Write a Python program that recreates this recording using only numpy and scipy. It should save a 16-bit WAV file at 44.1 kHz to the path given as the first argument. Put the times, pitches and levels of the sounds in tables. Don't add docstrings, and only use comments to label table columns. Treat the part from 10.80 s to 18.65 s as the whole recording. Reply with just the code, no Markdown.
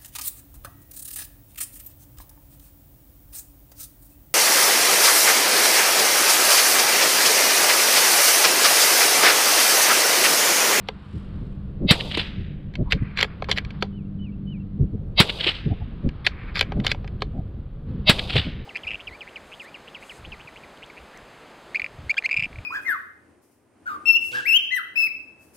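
import sys
import numpy as np
from scipy import signal
from scipy.fft import rfft, irfft, next_fast_len
from scipy.io import wavfile
from scipy.ndimage import uniform_filter1d

SR = 44100
rng = np.random.default_rng(int(sys.argv[2]) if len(sys.argv) > 2 else 0)


def generate_wav(signal):
    frames = np.transpose(np.atleast_2d(signal))
    scaled = np.clip(frames, -1, 1) * 32767
    pcm = np.round(scaled).astype(np.int16)
    wavfile.write(sys.argv[1], SR, pcm)


N = 346185
TIME = np.arange(N) / SR


def from_db(db):
    return 10 ** (np.asarray(db) / 20)


def rms_one(x):
    return x / np.sqrt(np.mean(x ** 2) + 1e-20)


def level(rows):
    return from_db(np.interp(TIME, *np.transpose(rows)))


def add(out, start_s, sound):
    i = max(0, round(start_s * SR))
    out[i:i + len(sound)] += sound[:max(0, N - i)]


def colour(x, points):
    size = next_fast_len(len(x) // 2 + 1) * 2
    freq_hz, gain_db = np.transpose(points)
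    bins_hz = np.arange(size // 2 + 1) * SR / size
    log_gain = np.log(from_db(np.interp(np.log(bins_hz + 1), np.log(freq_hz), gain_db)))
    cepstrum = irfft(log_gain)
    cepstrum[1:size // 2] *= 2
    cepstrum[size // 2 + 1:] = 0
    response = np.exp(rfft(cepstrum))
    return irfft(rfft(x, size) * response)[:len(x)]


def noise(points, size):
    return rms_one(colour(rng.standard_normal(size), points))


def band(x, low_hz, high_hz, order=2):
    edges_hz = [low_hz, min(high_hz, SR / 2 - 1)]
    return signal.sosfilt(signal.butter(order, edges_hz, "band", fs=SR, output="sos"), x)


def resonate(x, modes, spread_db):
    out = 0
    for freq_hz, width_hz, level_db in modes:
        radius = np.exp(-np.pi * width_hz / SR)
        angle = 2 * np.pi * freq_hz / SR
        poles = [1, -2 * radius * np.cos(angle), radius * radius]
        ringing = signal.lfilter([1, 0, -1], poles, x)
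        gain = from_db(level_db + spread_db * rng.normal())
        out = out + rms_one(ringing) * gain * rng.choice([-1, 1])
    return out


def dying(t, t60):
    return np.exp(-np.log(1000) * np.maximum(t, 0) / t60)


def even(x, span_s):
    return x / np.sqrt(uniform_filter1d(x * x, max(2, int(span_s * SR))) + 1e-12)


def grainy(size, grain_db, grain_s):
    knots = np.arange(0, size + 1, max(4., grain_s * SR))
    heights = 2 * rng.random(size)[:len(knots)] - 1
    return rms_one(from_db(grain_db * np.interp(np.arange(size), knots, heights)))


# time_s, level_db
AIR_LEVEL = [(0, -50.5), (.55, -51.5), (.72, -56.5), (1.9, -61.5), (2.3, -51.5), (2.95, -48.5),
             (3.2, -61.5), (4.3, -61.5), (5.7, -47.5), (6.7, -59), (7.05, -60.5), (7.09, -53.5)]
# freq_hz, density_db_per_hz (relative)
AIR_COLOUR = [(200, 7.5), (600, -2), (850, -0.5), (1150, 2.5), (1450, -1), (2100, -7.5), (3300, -8.5),
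              (4400, -15.5), (5300, -27.5), (6200, -59), (8000, -57), (15000, -67)]


def air():
    return level(AIR_LEVEL) * noise(AIR_COLOUR, N)


# time_s, level_db
RUSTLE_LEVEL = [(0, -74), (.2, -74), (.37, -62.5), (.5, -74), (.75, -75), (1.0, -90), (7.85, -100)]
# freq_hz, density_db_per_hz (relative)
RUSTLE_COLOUR = [(800, -16.5), (2000, -0.5), (3400, -1), (5000, -4), (6300, -16.5), (8000, -9),
                 (11000, -19.5), (15000, -33.5)]


def grass():
    return level(RUSTLE_LEVEL) * noise(RUSTLE_COLOUR, N) * grainy(N, 6.0, 0.0036)


# time_s, level_db
WIND_LEVEL = [(0, -43), (.3, -42), (.5, -33.5), (.98, -33), (1.35, -35.5), (2.05, -35.5), (2.5, -37.5),
              (2.75, -31.5), (3.0, -37.5), (3.87, -37), (4.28, -30.5), (4.6, -39), (4.95, -33), (5.45, -37),
              (5.85, -31), (6.56, -31.5), (6.91, -35), (7.3, -33.5)]
# freq_hz, density_db_per_hz (relative)
WIND_COLOUR = [(15, -4.5), (30, 4), (60, 3), (100, 0.5), (170, -5), (250, -22.5), (350, -18), (500, -22.5),
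               (800, -35.5), (1500, -71), (4000, -72)]
# peak_s, half_length_s, level_db (before halving), upper_edge_hz, hoot_hz
BUFFETS = [(.36, 0.049, -24.5, 275, 394), (.625, .046, -29, 360, 437), (1.039, 0.066, -18.5, 358, 507),
           (1.601, 0.062, -23.5, 240, 353), (2.01, 0.054, -18, 332, 567), (2.082, 0.056, -25.5, 100, 1000),
           (2.154, .042, -18, 220, 486), (2.223, .03, -17.5, 180, 295), (4.02, 0.07, -14, 250, 376),
           (4.145, .04, -23.5, 300, 406), (4.876, .049, -18.5, 350, 420), (4.924, 0.039, -18, 314, 714),
           (5.021, 0.031, -24, 180, 760), (5.265, 0.055, -17, 307, 482), (5.99, .1, -21, 388, 640),
           (6.579, 0.079, -24.5, 270, 700), (7.151, 0.17, -27.5, 305, 450), (7.573, 0.078, -18, 239, 400),
           (7.676, 0.047, -24, 300, 555)]


def wind(eddies_db=-9, lumps_db=10, hoot_width=0.14, hoot_rel_db=-20):
    eddies = rms_one(band(rng.standard_normal(N), 51, 230, order=3)) * grainy(N, lumps_db, .045)
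    rumble = even(noise(WIND_COLOUR, N), 0.14)
    out = level(WIND_LEVEL) * (rumble + from_db(eddies_db) * eddies)
    for peak_s, half_length_s, level_db, edge_hz, hoot_hz in BUFFETS:
        size = int(2 * half_length_s * SR)
        spectrum = [(20, -6), (60, 0), (edge_hz * 0.55, -1), (edge_hz, -11), (edge_hz * 2, -36), (edge_hz * 8, -85)]
        eddy = noise(spectrum, size)
        low_hz, high_hz = hoot_hz * (1 - hoot_width), hoot_hz * (1 + hoot_width)
        hoot = band(rng.standard_normal(2 * size), low_hz, high_hz, order=3)[size:]
        shape = np.hanning(size) ** 2
        buffet = rms_one(eddy * shape) + from_db(hoot_rel_db) * rms_one(hoot * shape)
        add(out, peak_s - half_length_s, from_db(level_db) * buffet / 2)
    return out


# time_s, level_db (of the partials)
MOTOR_LEVEL = [(0, -46.5), (.9, -38.5), (1.8, -38.5), (2.6, -41.5), (3.0, -34.5), (3.7, -32), (4.1, -34),
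               (4.6, -51.5), (7.0, -53), (7.12, -38.5), (7.85, -56.5)]
# multiple of the firing rate, level_db (relative)
MOTOR_PARTIALS = [(2, -9.5), (3, -6), (4, -1.5), (6, -17), (8, -26.5)]


def motor(firing_hz=49.2, waver_hz=3.3, waver=0.18, growl_rel_db=-7):
    partials = 0
    for multiple, level_db in MOTOR_PARTIALS:
        slow = signal.resample(rng.standard_normal((int(2 * waver_hz * N / SR), 2)), N // 100)
        slow_s = np.linspace(0, TIME[-1], len(slow))
        swing, phase = (np.interp(TIME, slow_s, column) for column in slow.T)
        tone = np.sin(2 * np.pi * multiple * firing_hz * TIME + 2 * waver * phase)
        partials = partials + from_db(level_db) * (1 + waver * swing) * tone
    growl = from_db(growl_rel_db) * rms_one(band(rng.standard_normal(N), 135, 230.7, order=3))
    return level(MOTOR_LEVEL) * (rms_one(partials) + growl)


# start_s, level_db
CALLS = [(3.115, -58), (3.385, -50), (3.662, -48.5)]
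# time_into_call_s, pitch_hz, level_db (relative to the call)
WHISTLE = [(0, 3150, -20), (.015, 2970, -2), (.052, 3030, 0), (.068, 2860, -1), (.088, 2480, -5),
           (.112, 2260, -7), (.125, 2290, -26), (.14, 2760, -10), (.16, 2660, -11), (.175, 2750, -50)]


def bird(flutter_db=3.0):
    out = np.zeros(N)
    point_s, point_hz, point_db = np.transpose(WHISTLE)
    t = TIME[:int(point_s[-1] * SR)]
    for start_s, call_db in CALLS:
        pitch_hz = np.interp(t, point_s, point_hz) * (1 + 0.0032 * rng.normal())
        gain = from_db(call_db + np.interp(t, point_s, point_db))
        call = gain * np.sin(2 * np.pi * np.cumsum(pitch_hz) / SR)
        add(out, start_s, call * grainy(len(t), flutter_db, 0.0071))
    return out


def among_trees(x, wet_db=-20, t60=.6):
    tail = rng.standard_normal(SR) * dying(TIME[:SR], t60)
    return x + from_db(wet_db) * signal.fftconvolve(x, tail / np.linalg.norm(tail))[:N]


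# freq_hz, width_hz, level_db (relative)
STOCK_MODES = [(292, 210, -8.5), (426, 28, -3), (531, 73, -1.5), (758.5, 110, 0), (1008, 90, -3),
               (1284, 150, -3.5)]
HANDLE_MODES = [(1631, 110, -5), (1980, 190, -5), (2243, 150, -1.5), (2510, 530, 0)]
STEEL_MODES = [(2940, 160, -3), (3185, 200, 0.5), (3566, 140, -2.5), (4053, 120, -4), (4420, 78, -8.5),
               (4690, 140, -8.5), (5310, 250, -13.5), (6000, 220, -11.5)]
TICK_MODES = [(7230, 370, 4.5), (7660, 330, -9), (10200, 900, -5), (12030, 2600, -4.5)]


def contact(levels_db, chatter_t60=0.012, seat_s=.0012, after_db=-25, after_t60=0.1, grain_db=5.5):
    out, t, window = 0, TIME[:SR // 10], SR // 125
    parts = [(STOCK_MODES, 220, 1500), (HANDLE_MODES, 1300, 2900),
             (STEEL_MODES, 2500, 5600), (TICK_MODES, 6200, 12500)]
    decay = dying(t - seat_s, chatter_t60) + from_db(after_db) * dying(t, after_t60)
    shape = np.minimum(t / seat_s, 1) * decay
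    force = rng.standard_normal(len(t)) * shape * grainy(len(t), grain_db, 0.00045)
    for (modes, low_hz, high_hz), level_db in zip(parts, levels_db):
        ring = band(resonate(force, modes, spread_db=1.0), low_hz, high_hz, order=3)
        out = out + from_db(level_db) * ring / np.sqrt(2 * np.mean(ring[:window] ** 2))
    return out


# freq_hz, density_db_per_hz (relative)
BURST_COLOUR = [(500, -11), (1200, 17), (2400, 20), (3600, -5.5), (4700, -37), (5800, -38.5), (9000, -46.5),
                (15000, -56.5)]


def burst(length_s, noise_db, ring_db, fine_db=3.5, coarse_db=4.5, tick_rel_db=-25):
    size = int(length_s * SR)
    grains = rng.standard_normal(size) * grainy(size, fine_db, .0008) * grainy(size, coarse_db, .005)
    ring = rms_one(band(resonate(grains, STEEL_MODES, spread_db=2.0), 3170, 5200, order=4))
    tick = rms_one(band(resonate(grains, TICK_MODES, spread_db=7.5), 6900, 13300))
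    ring += from_db(tick_rel_db) * tick
    coloured = rms_one(colour(grains, BURST_COLOUR))
    return (from_db(noise_db) * coloured + from_db(ring_db) * ring) * signal.windows.tukey(size, .6)


# stop_s, move, strength_db (added to the levels of the move)
BOLT_WORK = [(0.0848, "knock", -2), (1.9356, "tap", -11), (1.9519, "tap", 3), (2.1077, "tap", 1),
             (2.1208, "lift", -0.5), (2.3883, "tap", 12), (2.402, "tap", 12), (2.427, "pull", 0),
             (2.621, "feed", 1), (2.6409, "tap", -2), (2.686, "feed", -1), (2.7126, "push", 0),
             (2.7727, "tap", 12.5), (2.781, "lock", -0.5), (2.8464, "tap", -3), (2.903, "tap", -4.5),
             (3.0232, "knock", 2), (5.288, "tap", -4.5), (5.464, "lift", 2), (5.809, "pull", -1),
             (5.9191, "feed", -2.5), (5.9979, "tap", -2.5), (6.065, "push", -1), (6.1143, "lock", 3),
             (6.1456, "feed", -9.5), (6.2425, "feed", -12.5), (6.2749, "tap", -5), (6.4196, "knock", 0)]
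MOVE_CONTACTS = { "lift": [(0, -34, -14, -17, -43.5), (.006, -27.5, -17, -22.5, -44.5)],
                 "pull": [(-.055, -42, -22.5, -30.5, -54.5), (-.04, -33.5, -23, -33, -55.5),
                 (-.0175, -37, -22, -19, -42), (0, -21, -13.5, -14, -33.5), (.016, -30, -26, -34, -57)],
                 "feed": [(0.00046, -24, -33, -38.5, -83)], "push": [(-.019, -27, -42, -34, -52),
                 (0, -28, -18, -14.5, -36), (.012, -37, -32, -26.5, -52)],
                 "lock": [(0.00047, -34, -20.5, -24, -45)], "knock": [(0.00015, -21.5, -25.5, -24.5, -51)],
                 "tap": [(0.0012, -45, -34.5, -39, -64.5)]}
MOVE_BURSTS = { "lift": [(-.022, .04, -37, -37), (-.01, 0.32, -48.5, -71)],
               "pull": [(-.071, .103, -32.5, -32.5), (.012, 0.14, -52, -68.5)],
               "push": [(-.031, 0.055, -37, -37)], "lock": [(-.028, 0.0435, -37, -38)],
               "knock": [(-0.017, 0.024, -58, -50)]}


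def bolt():
    out = np.zeros(N)
    for stop_s, move, strength_db in BOLT_WORK:
        strength = from_db(strength_db)
        for offset_s, *levels_db in MOVE_CONTACTS[move]:
            add(out, stop_s + offset_s, strength * contact(levels_db))
        for offset_s, *settings in MOVE_BURSTS.get(move, []):
            add(out, stop_s + offset_s, strength * burst(*settings))
    return out


# freq_hz, density_db_per_hz (relative)
CRACK_COLOUR = [(150, -2.5), (500, -4), (950, -9.5), (1300, -4), (2500, -4), (4000, -2.5), (4900, -11),
                (5600, -17.5), (6500, -34.5), (7800, -14), (8900, -26.5), (10300, -22.5), (12500, -33),
                (15500, -49)]


def report(crack_db, blast_db, blast_hz=155, blast_s=0.0039, crack_t60=0.084, hold_s=0.0044, edge_db=-9):
    t = TIME[:SR // 4]
    gas = noise(CRACK_COLOUR, len(t)) * dying(t - hold_s, crack_t60)
    front = from_db(edge_db) * rng.standard_normal(len(t)) * dying(t, 0.014)
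    blast = np.cos(2 * np.pi * blast_hz * t - .5) * np.exp(-((t - .0035) / blast_s) ** 2)
    return from_db(crack_db) * (gas + front) + from_db(blast_db) * blast


# freq_hz, width_hz, level_db (relative)
SWELL_TONES = [(610, 47, -9.5), (792, 400, -11.5), (2080, 20, -10.5), (2180, 27, -7.5), (2636, 32, -5.5),
               (2875, 18, -7.5), (3170, 18, -4.5), (3470, 15, -7), (3760, 23, -2.5), (3830, 20, -2),
               (3975, 27, -5.5), (4130, 15, -9.5), (4540, 26, -5.5), (4810, 78, -10)]


def swell(rise_t60=0.049, plateau_s=0.021, sizzle_rel_db=-41):
    t = TIME[:SR // 8]
    tones = 0
    for freq_hz, width_hz, level_db in SWELL_TONES:
        steps = rng.standard_normal(len(t))
        wander = np.cumsum(steps) * np.sqrt(2 * np.pi * width_hz / SR)
        gain = from_db(level_db + 2 * rng.normal())
        tones = tones + gain * np.sin(2 * np.pi * freq_hz * t + wander)
    sizzle = from_db(sizzle_rel_db) * rms_one(band(rng.standard_normal(len(t)), 7500, 12500))
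    left_s = t[-1] - t
    shape = dying(left_s - plateau_s, rise_t60) * dying(left_s, 0.11)
    return (rms_one(band(tones, 360, 5300, order=8)) + sizzle) * shape


# freq_hz, early_db_per_hz, late_db_per_hz (both relative), late_t60_s
SCATTER = [(200, -4.5, -7.5, 1.2), (404.5, 9, -4.5, 1.2), (750, 5, -8.5, 0.85), (1110, -1.5, -4, 0.64),
           (1730, -14.5, -3, 1.33), (3230, 5.5, 0, 1.11), (4370, -2, -9, 0.78), (6040, -23.5, -29, .65),
           (7900, -19, -38, .55), (10700, -24, -29, 0.34), (13000, -33, -46, .4), (15500, -48, -56, .3)]


def scatter(early_db=-33, late_db=-36, late_s=0.29, early_t60=1.3):
    t, out = TIME[:2 * SR], 0
    freq_hz, *columns = np.transpose(SCATTER)
    edges_hz = np.geomspace(150, 16000, 21)
    for low_hz, high_hz in zip(edges_hz, edges_hz[1:]):
        centre = np.log(low_hz * high_hz) / 2
        near_db, far_db, far_t60 = (np.interp(centre, np.log(freq_hz), column) for column in columns)
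        first = from_db(early_db + near_db) * dying(t, early_t60) * dying(t - late_s, 0.31)
        first = first * np.minimum(t / 0.0052, 1)
        second = from_db(late_db + far_db) * dying(t - late_s, far_t60) * dying(late_s - t, 0.098)
        out = out + band(rng.standard_normal(len(t)), low_hz, high_hz, order=4) * np.hypot(first, second)
    return 2.39 * out


# hit_s, smack_db, thud_db
TARGET_HITS = [(1.3733, -18.5, -17), (4.6650, -33, -18.5), (7.5562, -23, -17.5)]


def target(thud_t60=0.049):
    out, t = np.zeros(N), TIME[:SR // 3]
    smack_colour = [(500, 6), (3500, 8.0), (6000, -14.5), (10000, -15.5), (15000, -43)]  # freq_hz, db
    for hit_s, smack_db, thud_db in TARGET_HITS:
        smack = from_db(smack_db) * noise(smack_colour, len(t))
        thud = even(band(rng.standard_normal(len(t)), 328, 485), 0.0085) * np.minimum(t / 0.00086, 1)
        add(out, hit_s, smack * dying(t, 0.038) + from_db(thud_db) * thud * dying(t, thud_t60))
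    return out


# start_s, crack_db, blast_db, swell_db, echo_db (added to every echo)
SHOTS = [(1.1100, -9, -2.5, -7.5, -2.5), (4.4022, -8, -5, -7, 0.5), (7.2964, -10, -6.5, -7, -0.5)]
# peak_delay_s, level_db, rise_t60_s, fall_t60_s
ECHOES = [(.0985, -20, 0.047, 0.035), (.209, -22, 0.058, 0.033), (.241, -20.5, 0.06, .06),
          (.271, -17.5, 0.053, 0.13), (.289, -21, .08, .12), (.351, -36, 0.13, 0.27)]
# freq_hz, density_db_per_hz (relative)
ECHO_COLOUR = [(200, -0.5), (600, -3.5), (1100, -7), (2000, 3), (3000, 11.5), (4100, 5), (5000, -7),
               (6300, -35.5), (8000, -21.5), (11000, -46.5), (15000, -42.5)]


def rifle(grain_db=6.5):
    out, t = np.zeros(N), TIME[:SR // 3]
    from_peak_s = t - t[-1] / 2
    for start_s, crack_db, blast_db, swell_db, echo_db in SHOTS:
        lead = from_db(swell_db) * swell()
        add(out, start_s - len(lead) / SR, lead)
        add(out, start_s, report(crack_db, blast_db))
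        add(out, start_s, scatter() * grainy(2 * SR, grain_db / 2, 0.0034))
        for delay_s, level_db, rise_t60, fall_t60 in ECHOES:
            shape = dying(-from_peak_s, rise_t60) * dying(from_peak_s, fall_t60)
            shape = shape * grainy(len(t), grain_db, 0.0016)
            echo = from_db(level_db + echo_db) * shape * noise(ECHO_COLOUR, len(t))
            add(out, start_s + delay_s + from_peak_s[0], echo)
    return out


def scene():
    mono = air() + grass() + wind() + motor() + among_trees(bird()) + bolt() + target() + rifle()
    return np.array([mono, mono])


def record(dry, cutoff_hz=15700):
    held = dry / (1 + dry ** 8) ** (1 / 8)
    return signal.sosfilt(signal.ellip(14, .1, 80, cutoff_hz, fs=SR, output="sos"), held)


dry = scene()
out = record(dry)
generate_wav(out)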